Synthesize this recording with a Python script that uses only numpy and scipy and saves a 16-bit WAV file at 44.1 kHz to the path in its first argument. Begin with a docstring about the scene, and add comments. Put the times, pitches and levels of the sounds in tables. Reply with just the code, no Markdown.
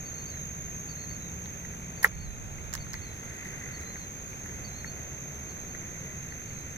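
"""A pond bank on a nearly still day: crickets trill in the weeds, a small bird whistles far off, traffic rumbles.
Close by, an angler handles a spinning reel: one sharp snap, a few light clicks, then a soft whirr of winding.
Crickets and bird are gliding tones; traffic, breeze, hiss, whirr and rubbing are shaped noise, engines wavering sines.
Metal contacts are decaying noise bursts with a resonant peak, and knocks are damped modes of the reel body.
Loud peaks make an automatic gain control turn the whole scene down for a while."""
import sys
import numpy as np
from scipy import signal
from scipy.fft import rfft, irfft, next_fast_len
from scipy.io import wavfile
from scipy.ndimage import uniform_filter1d, map_coordinates

SR = 44100
rng = np.random.default_rng(int(sys.argv[2]) if len(sys.argv) > 2 else 0)


def persist_wave(psi):
    """Save psi, clipped to +-1, as 16-bit WAV."""
    counts = np.round(np.clip(psi, -1, 1) * 32767).astype(np.int16)
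    wavfile.write(sys.argv[1], SR, np.atleast_2d(counts).T)


N = 298680
TIME = np.arange(N) / SR

# hiss spectrum: pitch_hz, density_db (relative, per Hz)
HISS_SPECTRUM = [(500, 13), (1100, 17.5), (1500, 19), (2000, 19), (2500, 21.5), (3100, 15.5), (4500, 3),
                 (7400, 11), (8600, -1.5), (9800, 6.5), (12000, -4.5), (14200, -8), (16000, -9)]
# left-right likeness of the hiss: pitch_hz, coherence
HISS_COHERENCE = [(1500, 1.0), (3000, 1.0), (5000, 0.7), (8500, 0.4), (12000, 0.13)]
HISS_DB = -51

# puffs of breeze on the microphone ports, before buffeting: peak_s, length_s, level_db
BREEZE_PUFFS = [(2.25, 0.44, -42.5), (2.72, 0.97, -44.5), (4.7, 0.99, -53)]
# breeze spectrum: pitch_hz, density_db (relative, per Hz)
BREEZE_SPECTRUM = [(15, -22), (40, -4.5), (75, -6.5), (130, -14), (300, -47), (900, -90)]
BREEZE_REST_DB = -65.5

# far roads over time: time_s, rumble_db, wash_db (before a fixed lift and drift)
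TRAFFIC_LEVELS = [(0, -45, -53), (.7, -43.5, -54.5), (1.6, -43.5, -54), (2.6, -45, -53), (3.4, -45, -53),
                  (4.4, -44.5, -53.5), (5.4, -45, -52), (6.77, -44.5, -54.5)]
# steady engine notes: pitch_hz, level_db (relative; lowered together)
ENGINE_DRONES = [(75, -51.5), (141, -54.5), (391, -68)]
# one far engine swelling past: peak_s, length_s, level_db
ENGINE_SWELL = [(1.55, 1.7, -49)]
ENGINE_IDLE_HZ, ENGINE_RISE_HZ, ENGINE_REV_S, ENGINE_IDLE_DB = 141.6, 33.9, 2.7, -60
# road rumble spectrum: pitch_hz, density_db (relative, per Hz)
RUMBLE_SPECTRUM = [(15, -5), (28, -16), (42, -5), (75, 1.5), (120, -0.5), (170, -1.5), (250, -9.5),
                   (400, -36), (900, -60)]
# tyre wash spectrum: pitch_hz, density_db (relative, per Hz)
WASH_SPECTRUM = [(120, -1.5), (280, 2), (420, 2), (700, -2), (1100, -9), (1500, -6.5), (2500, -32),
                 (4000, -18.5), (8000, -43)]
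# left-right likeness of far sound: pitch_hz, coherence
FAR_COHERENCE = [(40, 0.91), (130, 0.89), (260, 0.91), (480, 0.65), (750, 0.19), (1200, 0.42), (15000, 1)]

# singing levels of the cricket groups: time_s, high_pitched_db, low_pitched_db
SWARM_LEVELS = [(0, -44, -51), (.8, -43, -51.5), (1.6, -48, -49), (2.3, -48, -56), (3.1, -50, -51),
                (3.85, -47, -50.5), (4.3, -48.5, -49), (5.2, -49.5, -46.5), (6.77, -50.5, -47)]
# near crickets: carrier_hz, stroke_rate_hz, level_db (relative to their group), balance_db (left minus right)
NEAR_CRICKETS = [(6510, 51.8, -1.2, -2.5), (6270, 53, -3.5, -5), (6420, 83.5, -11, -3)]
# distant chorus and its octave: pitch_hz, density_db (relative, per Hz)
CHORUS_SPECTRUM = [(4800, -76), (5550, -19), (5950, -11.5), (6200, 0), (6580, 4.5), (6800, -3), (7000, -40),
                   (7800, -80), (11500, -26.5), (12300, -23), (12850, -13), (13350, -20.5), (13900, -24),
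                   (15000, -56)]

# bird's notes, in phrases drawn from chip, rising whistle, arch and falling close:
# peak_s, rise_s, fall_s, start_hz, peak_hz, end_hz, level_db (relative)
BIRD_NOTES = [(.063, .018, .032, 4250, 4600, 4200, -53), (.205, .115, .04, 4090, 4320, 4260, -56),
              (.282, .03, .045, 4270, 4650, 4220, -52), (.33, .02, .05, 4190, 4130, 3980, -55),
              (.395, .035, .07, 3990, 3890, 3730, -55), (.9, .015, .036, 4350, 4700, 4120, -46),
              (1.035, .09, .035, 4120, 4290, 4120, -51.5), (1.112, .04, .062, 4030, 4490, 4080, -53.5),
              (1.245, .055, .065, 4030, 3870, 3740, -53.5), (1.982, .016, .03, 4350, 4640, 4250, -56),
              (2.17, .09, .02, 4170, 4280, 4260, -63), (2.217, .035, .05, 4300, 4460, 4170, -53),
              (2.285, .035, .07, 4140, 4030, 3810, -55.5), (2.808, .014, .034, 4400, 4570, 4150, -49),
              (2.96, .09, .04, 4080, 4190, 4130, -59), (3.035, .022, .03, 4280, 4420, 4200, -50.5),
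              (3.095, .05, .055, 4170, 4090, 3850, -53), (3.745, .017, .034, 4280, 4480, 3980, -49.5),
              (3.91, .105, .035, 4000, 4140, 4140, -53.5), (3.98, .032, .03, 3980, 4380, 4300, -57),
              (4.022, .022, .042, 4310, 4180, 3970, -52), (4.656, .017, .036, 4280, 4610, 3980, -46.5),
              (4.803, .105, .035, 4020, 4260, 4080, -52), (4.878, .03, .048, 4220, 4420, 4220, -49.5),
              (5.503, .016, .036, 4280, 4440, 3980, -57), (5.62, .07, .03, 4040, 4090, 4080, -63),
              (5.704, .018, .032, 4280, 4400, 4170, -60), (5.75, .02, .06, 4220, 4180, 4020, -63),
              (6.318, .018, .034, 4250, 4440, 4080, -60), (6.49, .015, .04, 4420, 4520, 4250, -60.5),
              (6.565, .045, .09, 4260, 4130, 4020, -60)]
BIRD_TRIM_DB, BIRD_ECHO_DB = -1, -12
# share of a note over which its pitch turn is rounded; flutter of level and of pitch
NOTE_ROUNDING, FLUTTER_DB, FLUTTER_HZ = .25, 2.2, 22

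# strokes of hand and line on the rod: peak_s, length_s, level_db
ROD_STROKES = [(1.45, 1.1, -74), (2.66, 0.43, -66.5), (2.88, 0.098, -68), (3.5, 1.5, -61),
               (4.4, 0.7, -61.5), (6.5, 1.7, -66)]
# rubbing spectrum: pitch_hz, density_db (relative, per Hz)
RUBBING_SPECTRUM = [(800, -16), (2000, -9), (4000, 5.0), (7000, 0), (10000, 1.5), (15000, -6.0)]

# turns of the reel handle: peak_s, length_s, level_db
HANDLE_TURNS = [(3.05, .5, -54.5), (3.5, 0.71, -47), (3.8, 0.59, -50.5), (4.5, 0.33, -55), (5.3, 2.7, -59),
                (6.1, 0.94, -54.5), (6.7, 0.29, -57)]
# gear whirr spectrum: pitch_hz, density_db (relative, per Hz)
WHIRR_SPECTRUM = [(600, -12.5), (1300, -8), (1750, -3.5), (2030, 6.5), (2250, -5), (3000, -24), (6000, -47)]
WINDING_REST_DB = -63.5

# sprung wire rattling after it snaps shut: peak_s, length_s, level_db
WIRE_CHATTER = [(2.05, 0.014, -27.5), (2.061, 0.034, -35)]
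# wire chatter spectrum: pitch_hz, density_db (relative, per Hz)
CHATTER_SPECTRUM = [(300, -14), (480, 8.5), (620, -1), (850, 6.5), (1050, 4), (1280, 7), (1800, 4),
                    (2300, -14), (3000, -7), (5500, -12), (7000, -18), (8200, -20), (9800, -6),
                    (11300, -13), (15500, -17)]

# metal parts of the reel catching and seating; levels precede the spectral shaping:
# start_s, tick_db, tick_hz, tick_t60_s, knock_db, body_hz, balance_db (left minus right)
METAL_CONTACTS = [(1.457, -42, 3700, 0.0082, -42, 1800, 7), (2.0276, -36, 10000, .01, -35, 1800, -10),
                  (2.0308, -19.5, 11100, 0.0041, -46, 1800, 1), (2.031, -35, 4800, .012, -47, 1800, -8),
                  (2.034, -48, 4900, .008, -27, 1850, -4), (2.041, -29, 11300, .012, -43, 1800, -4),
                  (2.0431, -28, 11000, 0.011, -26, 1690, 6), (2.0442, -22, 10400, .006, -2, 1824, -4.5),
                  (2.0491, -33, 6500, 0.011, -23, 1167, -4), (2.051, -37, 9800, .012, -24, 1860, 4),
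                  (2.0555, -42, 9800, .01, -23, 1930, -5), (2.077, -36, 5500, .005, -54, 1800, -3),
                  (2.7282, -37, 5400, 0.012, -47, 1790, -6), (2.7305, -49, 5400, .012, -41, 1820, -5),
                  (2.737, -26.5, 6740, 0.008, -40, 1780, -9), (2.7396, -35.5, 7500, 0.013, -39, 1740, 1),
                  (2.743, -47, 4000, 0.012, -39, 1730, 2), (2.75, -40, 10500, .012, -46, 1750, -6),
                  (2.7512, -29, 5360, 0.0087, -31, 1740, -2), (2.7533, -37, 8500, 0.0099, -46, 1700, -2),
                  (2.7768, -39.5, 3700, 0.0067, -48, 1800, -2), (2.9318, -36.5, 5440, 0.014, -48, 1800, -3),
                  (2.9346, -36, 6460, .007, -46, 1780, -9), (2.94, -36, 4700, 0.0088, -28, 1950, -6),
                  (4.4588, -50, 11000, 0.0092, -34.5, 1800, 0)]
# play in the handle knocking the body alone: start_s, knock_db (before spectral balance)
HANDLE_KNOCKS = [(0.34, -38.5), (1.038, -39), (1.6486, -33.5), (1.7355, -37), (3.456, -35), (3.956, -33.5),
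                 (4.844, -27.5), (5.747, -32.5), (6.322, -33.5)]
# modes of reel body and rod at the main strike place: pitch_hz, level_db (relative), t60_s
BODY_MODES = [(1871, 11, 0.0071), (2120, -21, 0.0038), (1673, -5, 0.0088), (1320, -20.5, 0.021),
              (854, -26.5, 0.029), (466, -36.5, 0.03)]
# frequency balance of the knocks, deep part right and high part left: pitch_hz, balance_db (left minus right)
KNOCK_BALANCE = [(450, -15), (1300, 3), (1750, -3), (2150, 13), (3000, 1)]
# filter on the metal ticks: pitch_hz, gain_db
TICK_RESPONSE = [(300, -8), (900, 16), (1700, 14), (3000, 3), (5000, 1), (6800, 2), (8200, -6),
                 (10500, -3.5), (13000, 4), (16000, 2)]
# filter on the knocks' return from the bank: pitch_hz, gain_db
BANK_RESPONSE = [(350, 1), (850, -16), (1300, -4.5), (1900, -21.5), (2600, 9.5)]
# lowest level of the random rattles and the range above it
RATTLE_DB, RATTLE_RANGE_DB = -46, 7
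# low-pass corner of the body; rise, sharpness and gain of the struck part's ring
BODY_TOP_HZ, TICK_RISE_S, PART_Q, PART_GAIN = 2220, 0.0013, 4.9, 9.5

# gain control: threshold, dB cut per dB above it, recovery rate, reaction time
AGC_DB, AGC_SLOPE, AGC_DB_PER_S, AGC_LAG_S = -13, 0.19, 4.5, 0.048
TOP_HZ = 15800  # band limit of the output


def amp(db):
    """Logarithmic level: 20 dB is a tenfold change of amplitude."""
    return 10 ** (np.asarray(db) / 20)


def unit(x):
    """Normalisation: root-mean-square amplitude becomes 1."""
    return x / np.sqrt(np.mean(x ** 2) + 1e-20)


def along(points, hz):
    """Interpolation of (Hz, value) points along a logarithmic frequency axis."""
    f, v = np.transpose(points)
    return np.interp(np.log(hz + 1), np.log(f + 1), v)


def curves(rows):
    """Linear interpolation in time of each column after the first."""
    s, *cols = np.transpose(rows)
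    return [np.interp(TIME, s, c) for c in cols]


def wobble(rate):
    """Slow random modulation: a smooth curve through rate random knots a second."""
    knots = rng.standard_normal(int(N * rate / SR) + 4)
    return map_coordinates(knots, [TIME * rate])


def turns(hz):
    """Phase is the time integral of frequency."""
    return 2 * np.pi * np.cumsum(hz) / SR


def filtered(x, response):
    """Linear filtering: the spectrum is multiplied by a frequency response."""
    size = next_fast_len(N + SR // 2)
    spectrum = rfft(x, size) * response(np.fft.rfftfreq(size, 1 / SR))
    return irfft(spectrum, size)[..., :N]


def panned(pan_db):
    """Interaural level difference: left and right gains share pan_db between them."""
    return amp([[pan_db / 2], [-pan_db / 2]])


def spaced(x, lead_ms):
    """Interaural time difference: sound reaches the left microphone lead_ms before the right."""
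    sides = np.array([[1], [-1]])
    return filtered(x, lambda hz: np.exp(np.pi * 1j * hz * lead_ms / 10 ** 3 * sides))


def add(track, s, sound):
    """Superposition: a sound is summed into a track at time s."""
    part = track[..., max(round(s * SR), 0):][..., :sound.shape[-1]]
    part += sound[..., :part.shape[-1]]


def swells(rows, rest_db=-120):
    """Power addition: cosine arches (peak s, length s, dB) over a resting level, returned as gain."""
    power = amp(rest_db) ** 2
    for s, length, db in rows:
        arch = np.cos(np.pi * np.clip((TIME - s) / length, -.5, .5))
        power = power + (amp(db) * arch) ** 2
    return np.sqrt(power)


def rush(spectrum, alike):
    """Partial coherence: independent mid and side noise mix to a set left-right likeness, rms 1."""
    def response(hz):
        angle = np.arccos(np.clip(along(alike, hz), -1, 1)) / 2
        return amp(along(spectrum, hz)) * [np.cos(angle), np.sin(angle)]
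    mid, side = filtered(rng.standard_normal((2, N)), response)
    return unit(np.array([mid + side, mid - side]))


def scatter(x, t60):
    """Diffuse reflection: weeds and bank return a delayed, decaying tail, different on each side."""
    t = np.arange(SR // 3) / SR
    tail = rng.standard_normal((2, len(t))) * amp(-60 * t / t60) * (t > .004)
    tail /= np.linalg.norm(tail, axis=1, keepdims=True)
    return signal.fftconvolve(np.atleast_2d(x), tail, axes=1)[:, :N]


def air():
    """Stationary noise: a faint even hiss, reaching the left microphone first."""
    return amp(HISS_DB) * spaced(rush(HISS_SPECTRUM, HISS_COHERENCE), lead_ms=0.5017)


def breeze():
    """Turbulence at the ports: soft low buffeting, nearly unrelated between the two sides."""
    buffeting = amp(1.4 * wobble(11.0)) * panned(-8) * rush(BREEZE_SPECTRUM, [(50, 0.27)])
    return swells(BREEZE_PUFFS, BREEZE_REST_DB) * buffeting


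def engine_note(hz):
    """Frequency and amplitude modulation: a far engine's sine wavers a little, at rms 1."""
    tone = np.sin(turns(hz + 1.5 * wobble(8)))
    return unit(amp(1.5 * wobble(5)) * tone)


def traffic():
    """Summed far sources: road rumble, tyre wash, steady engines and one that speeds up and eases off."""
    rumble_db, wash_db = curves(TRAFFIC_LEVELS)
    # the passing engine is loudest at its highest pitch
    peak_s = ENGINE_SWELL[0][0]
    pitch_hz = ENGINE_IDLE_HZ + ENGINE_RISE_HZ * swells([(peak_s, ENGINE_REV_S, 0)]) ** 2
    engines = swells(ENGINE_SWELL, ENGINE_IDLE_DB) * engine_note(pitch_hz)
    for hz, db in ENGINE_DRONES:
        engines = engines + amp(db - 3.5) * engine_note(hz)
    drift_db = .5 * wobble(5)
    wash = amp(wash_db + 3.0 + drift_db) * spaced(rush(WASH_SPECTRUM, FAR_COHERENCE), lead_ms=0.17)
    rumble = amp(rumble_db) * rush(RUMBLE_SPECTRUM, FAR_COHERENCE)
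    return rumble + wash + engines


def trill(carrier_hz, rate, sag_hz, blur_hz, gap_level, octave_db):
    """Stridulation: each wing stroke swells and drops ever faster in pitch, with a faint octave."""
    stroke = (turns(rate + 0.27 * wobble(1.7)) / (2 * np.pi) + rng.random()) % 1
    pressure = gap_level + np.sin(np.pi * stroke) ** 2
    slowing = stroke ** 3 - .16
    tone = np.exp(1j * turns(carrier_hz - sag_hz * slowing + 25 * wobble(60)))
    # the weeds blur the tone differently for each microphone
    paths = 2.1 + np.array([wobble(blur_hz) + 1j * wobble(blur_hz) for _ in range(2)])
    blur = paths / (1 + np.abs(paths)) ** .6
    return unit(pressure * np.real(blur * (tone + amp(octave_db) * tone ** 2)))


def crickets():
    """Many incoherent singers merge into noise; a few near trills stand out, high and low swelling apart."""
    high_db, low_db = curves(SWARM_LEVELS)
    near = np.zeros((2, N))
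    for hz, rate, db, pan in NEAR_CRICKETS:
        swell_db = high_db if hz > 6380 else low_db
        song = trill(hz, rate, sag_hz=617, blur_hz=170.5, gap_level=0.25, octave_db=-20.5)
        near += amp(swell_db + db) * panned(pan) * song
    far_db = (high_db + low_db) / 2 + 1.43
    far = amp(far_db) * panned(-6) * rush(CHORUS_SPECTRUM, [(6400, 0.0086)])
    return spaced(near, lead_ms=0.4956) + far


def whistle(rise_s, fall_s, start_hz, top_hz, end_hz):
    """Frequency glide: a pure tone swells as pitch nears a rounded turn, then fades as it moves away."""
    t = np.arange(-round(rise_s * SR), round(fall_s * SR)) / SR
    away = np.where(t < 0, -t / rise_s, t / fall_s)
    bend = np.hypot(away, NOTE_ROUNDING) - NOTE_ROUNDING
    pitch = top_hz + (np.where(t < 0, start_hz, end_hz) - top_hz) * bend / bend.max()
    flutter = np.interp(t, np.linspace(-.12, .12, 40), rng.standard_normal(size=40))
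    pitch = pitch + FLUTTER_HZ * flutter
    loudness = np.sqrt(np.abs(np.cos(np.pi / 2 * away))) * (1 - .5 * away ** 2)
    return loudness * np.sin(turns(pitch))


def bird():
    """Direct and reflected sound: phrases of thin whistles, varied each time, echo faintly off the bank."""
    song = np.zeros(N)
    for s, rise_s, fall_s, start_hz, top_hz, end_hz, db in BIRD_NOTES:
        add(song, s - rise_s, amp(db) * whistle(rise_s, fall_s, start_hz, top_hz, end_hz))
    song = song * amp(BIRD_TRIM_DB + FLUTTER_DB * wobble(110))
    echo = amp(BIRD_ECHO_DB) * scatter(song, t60=.18)
    return panned(-3.9) * (spaced(song, lead_ms=0.44) + echo)


def rubbing():
    """Stick-slip friction: skin and line catch and slip on the rod in fine grains."""
    catches = amp(4 * wobble(180) + wobble(10))
    grains = catches * rush(RUBBING_SPECTRUM, [(4000, 0.17)])
    return swells(ROD_STROKES) * unit(grains)


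def reel_whirr():
    """Resonant filtering of gear noise: turning teeth rustle finely through the body resonance."""
    teeth = rng.standard_normal(N) * amp(2 * wobble(200))
    gears = filtered(teeth, lambda hz: amp(along(WHIRR_SPECTRUM, hz)))
    return swells(HANDLE_TURNS, WINDING_REST_DB) * panned(0.74) * unit(spaced(gears, lead_ms=0.61))


def chatter():
    """Repeated impact: the sprung wire rattles densely and briefly as it settles."""
    contacts = amp(2 * wobble(700))
    rattle = contacts * rush(CHATTER_SPECTRUM, [(800, .6), (4000, .1)])
    return swells(WIRE_CHATTER) * unit(rattle)


def body_knock(pitch_hz):
    """Damped modes: the body swings up in about a millisecond, its pitch set by where it is struck."""
    t = np.arange(SR // 10) / SR
    scale = pitch_hz / BODY_MODES[0][0]
    ring = sum(amp(db - 60 * t / t60) * np.sin(2 * np.pi * hz * scale * t) for hz, db, t60 in BODY_MODES)
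    ring = ring * (1 - np.exp(-(t / 0.0016) ** 3))
    ring = signal.sosfilt(signal.butter(6, BODY_TOP_HZ, fs=SR, output="sos"), ring)
    return ring / np.abs(ring).max()


def metal_tick(tick_hz, t60):
    """Impact excitation: a decaying noise burst makes the small struck part ring at its own pitch."""
    t = np.arange(SR // 10) / SR
    burst = rng.standard_normal((2, len(t))) * amp(-60 * t / t60) * (1 - np.exp(-t / TICK_RISE_S))
    part = signal.lfilter(*signal.iirpeak(tick_hz, PART_Q, SR), burst)
    return burst + PART_GAIN * part


def reel_clicks():
    """Coupled impact: metal contacts tick brightly and knock the body; the loose handle only knocks."""
    ticks, knocks = np.zeros((2, N)), np.zeros((2, N))
    body_hz = BODY_MODES[0][0]
    # tiny rattles of the reel at random moments
    for moment, size, place in rng.random(size=(45, 3)):
        rattle = body_knock(body_hz * (1 + 0.41 * (place - .5)))
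        add(knocks, moment * N / SR, amp(RATTLE_DB + RATTLE_RANGE_DB * size) * rattle)
    for s, knock_db in HANDLE_KNOCKS:
        add(knocks, s, amp(knock_db) * body_knock(body_hz))
    for s, tick_db, tick_hz, tick_t60, knock_db, struck_hz, pan in METAL_CONTACTS:
        add(knocks, s, amp(knock_db) * panned(pan) * body_knock(struck_hz))
        add(ticks, s, amp(tick_db) * panned(pan) * metal_tick(tick_hz, tick_t60))
    ticks = filtered(ticks, lambda hz: amp(along(TICK_RESPONSE, hz)))
    halves = np.array([[.5], [-.5]])
    knocks = filtered(spaced(knocks, lead_ms=-0.11), lambda hz: amp(along(KNOCK_BALANCE, hz) * halves))
    # the bank returns knocks and ticks with separate tails
    echo = filtered(scatter(knocks, t60=.054), lambda hz: amp(along(BANK_RESPONSE, hz)))
    sparkle = amp(-13) * scatter(ticks, t60=.06)
    return knocks + ticks + echo + sparkle


def scene():
    """Superposition: the pond's surroundings and the reel close by."""
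    surroundings = air() + breeze() + traffic() + crickets() + bird()
    reel = rubbing() + reel_whirr() + chatter() + reel_clicks()
    return surroundings + reel


def gain_control(x):
    """Dynamic compression: a loud peak turns the gain down a moment later; it then creeps back."""
    over_db = np.maximum(20 * np.log10(np.abs(x).max(axis=0) + 1e-9) - AGC_DB, 0)
    # a running maximum on a rising ramp holds each cut and lets it recover steadily
    recovery_db = AGC_DB_PER_S * TIME
    cut_db = np.maximum.accumulate(AGC_SLOPE * over_db + recovery_db) - recovery_db
    smooth_db = uniform_filter1d(cut_db, size=512)
    return x * amp(-np.interp(TIME - AGC_LAG_S, TIME, smooth_db))


def record(dry):
    """Compression and band limiting: loud peaks lower the gain, and nothing passes above TOP_HZ."""
    return filtered(gain_control(dry), lambda hz: hz < TOP_HZ)


dry = scene()
out = record(dry)
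persist_wave(out)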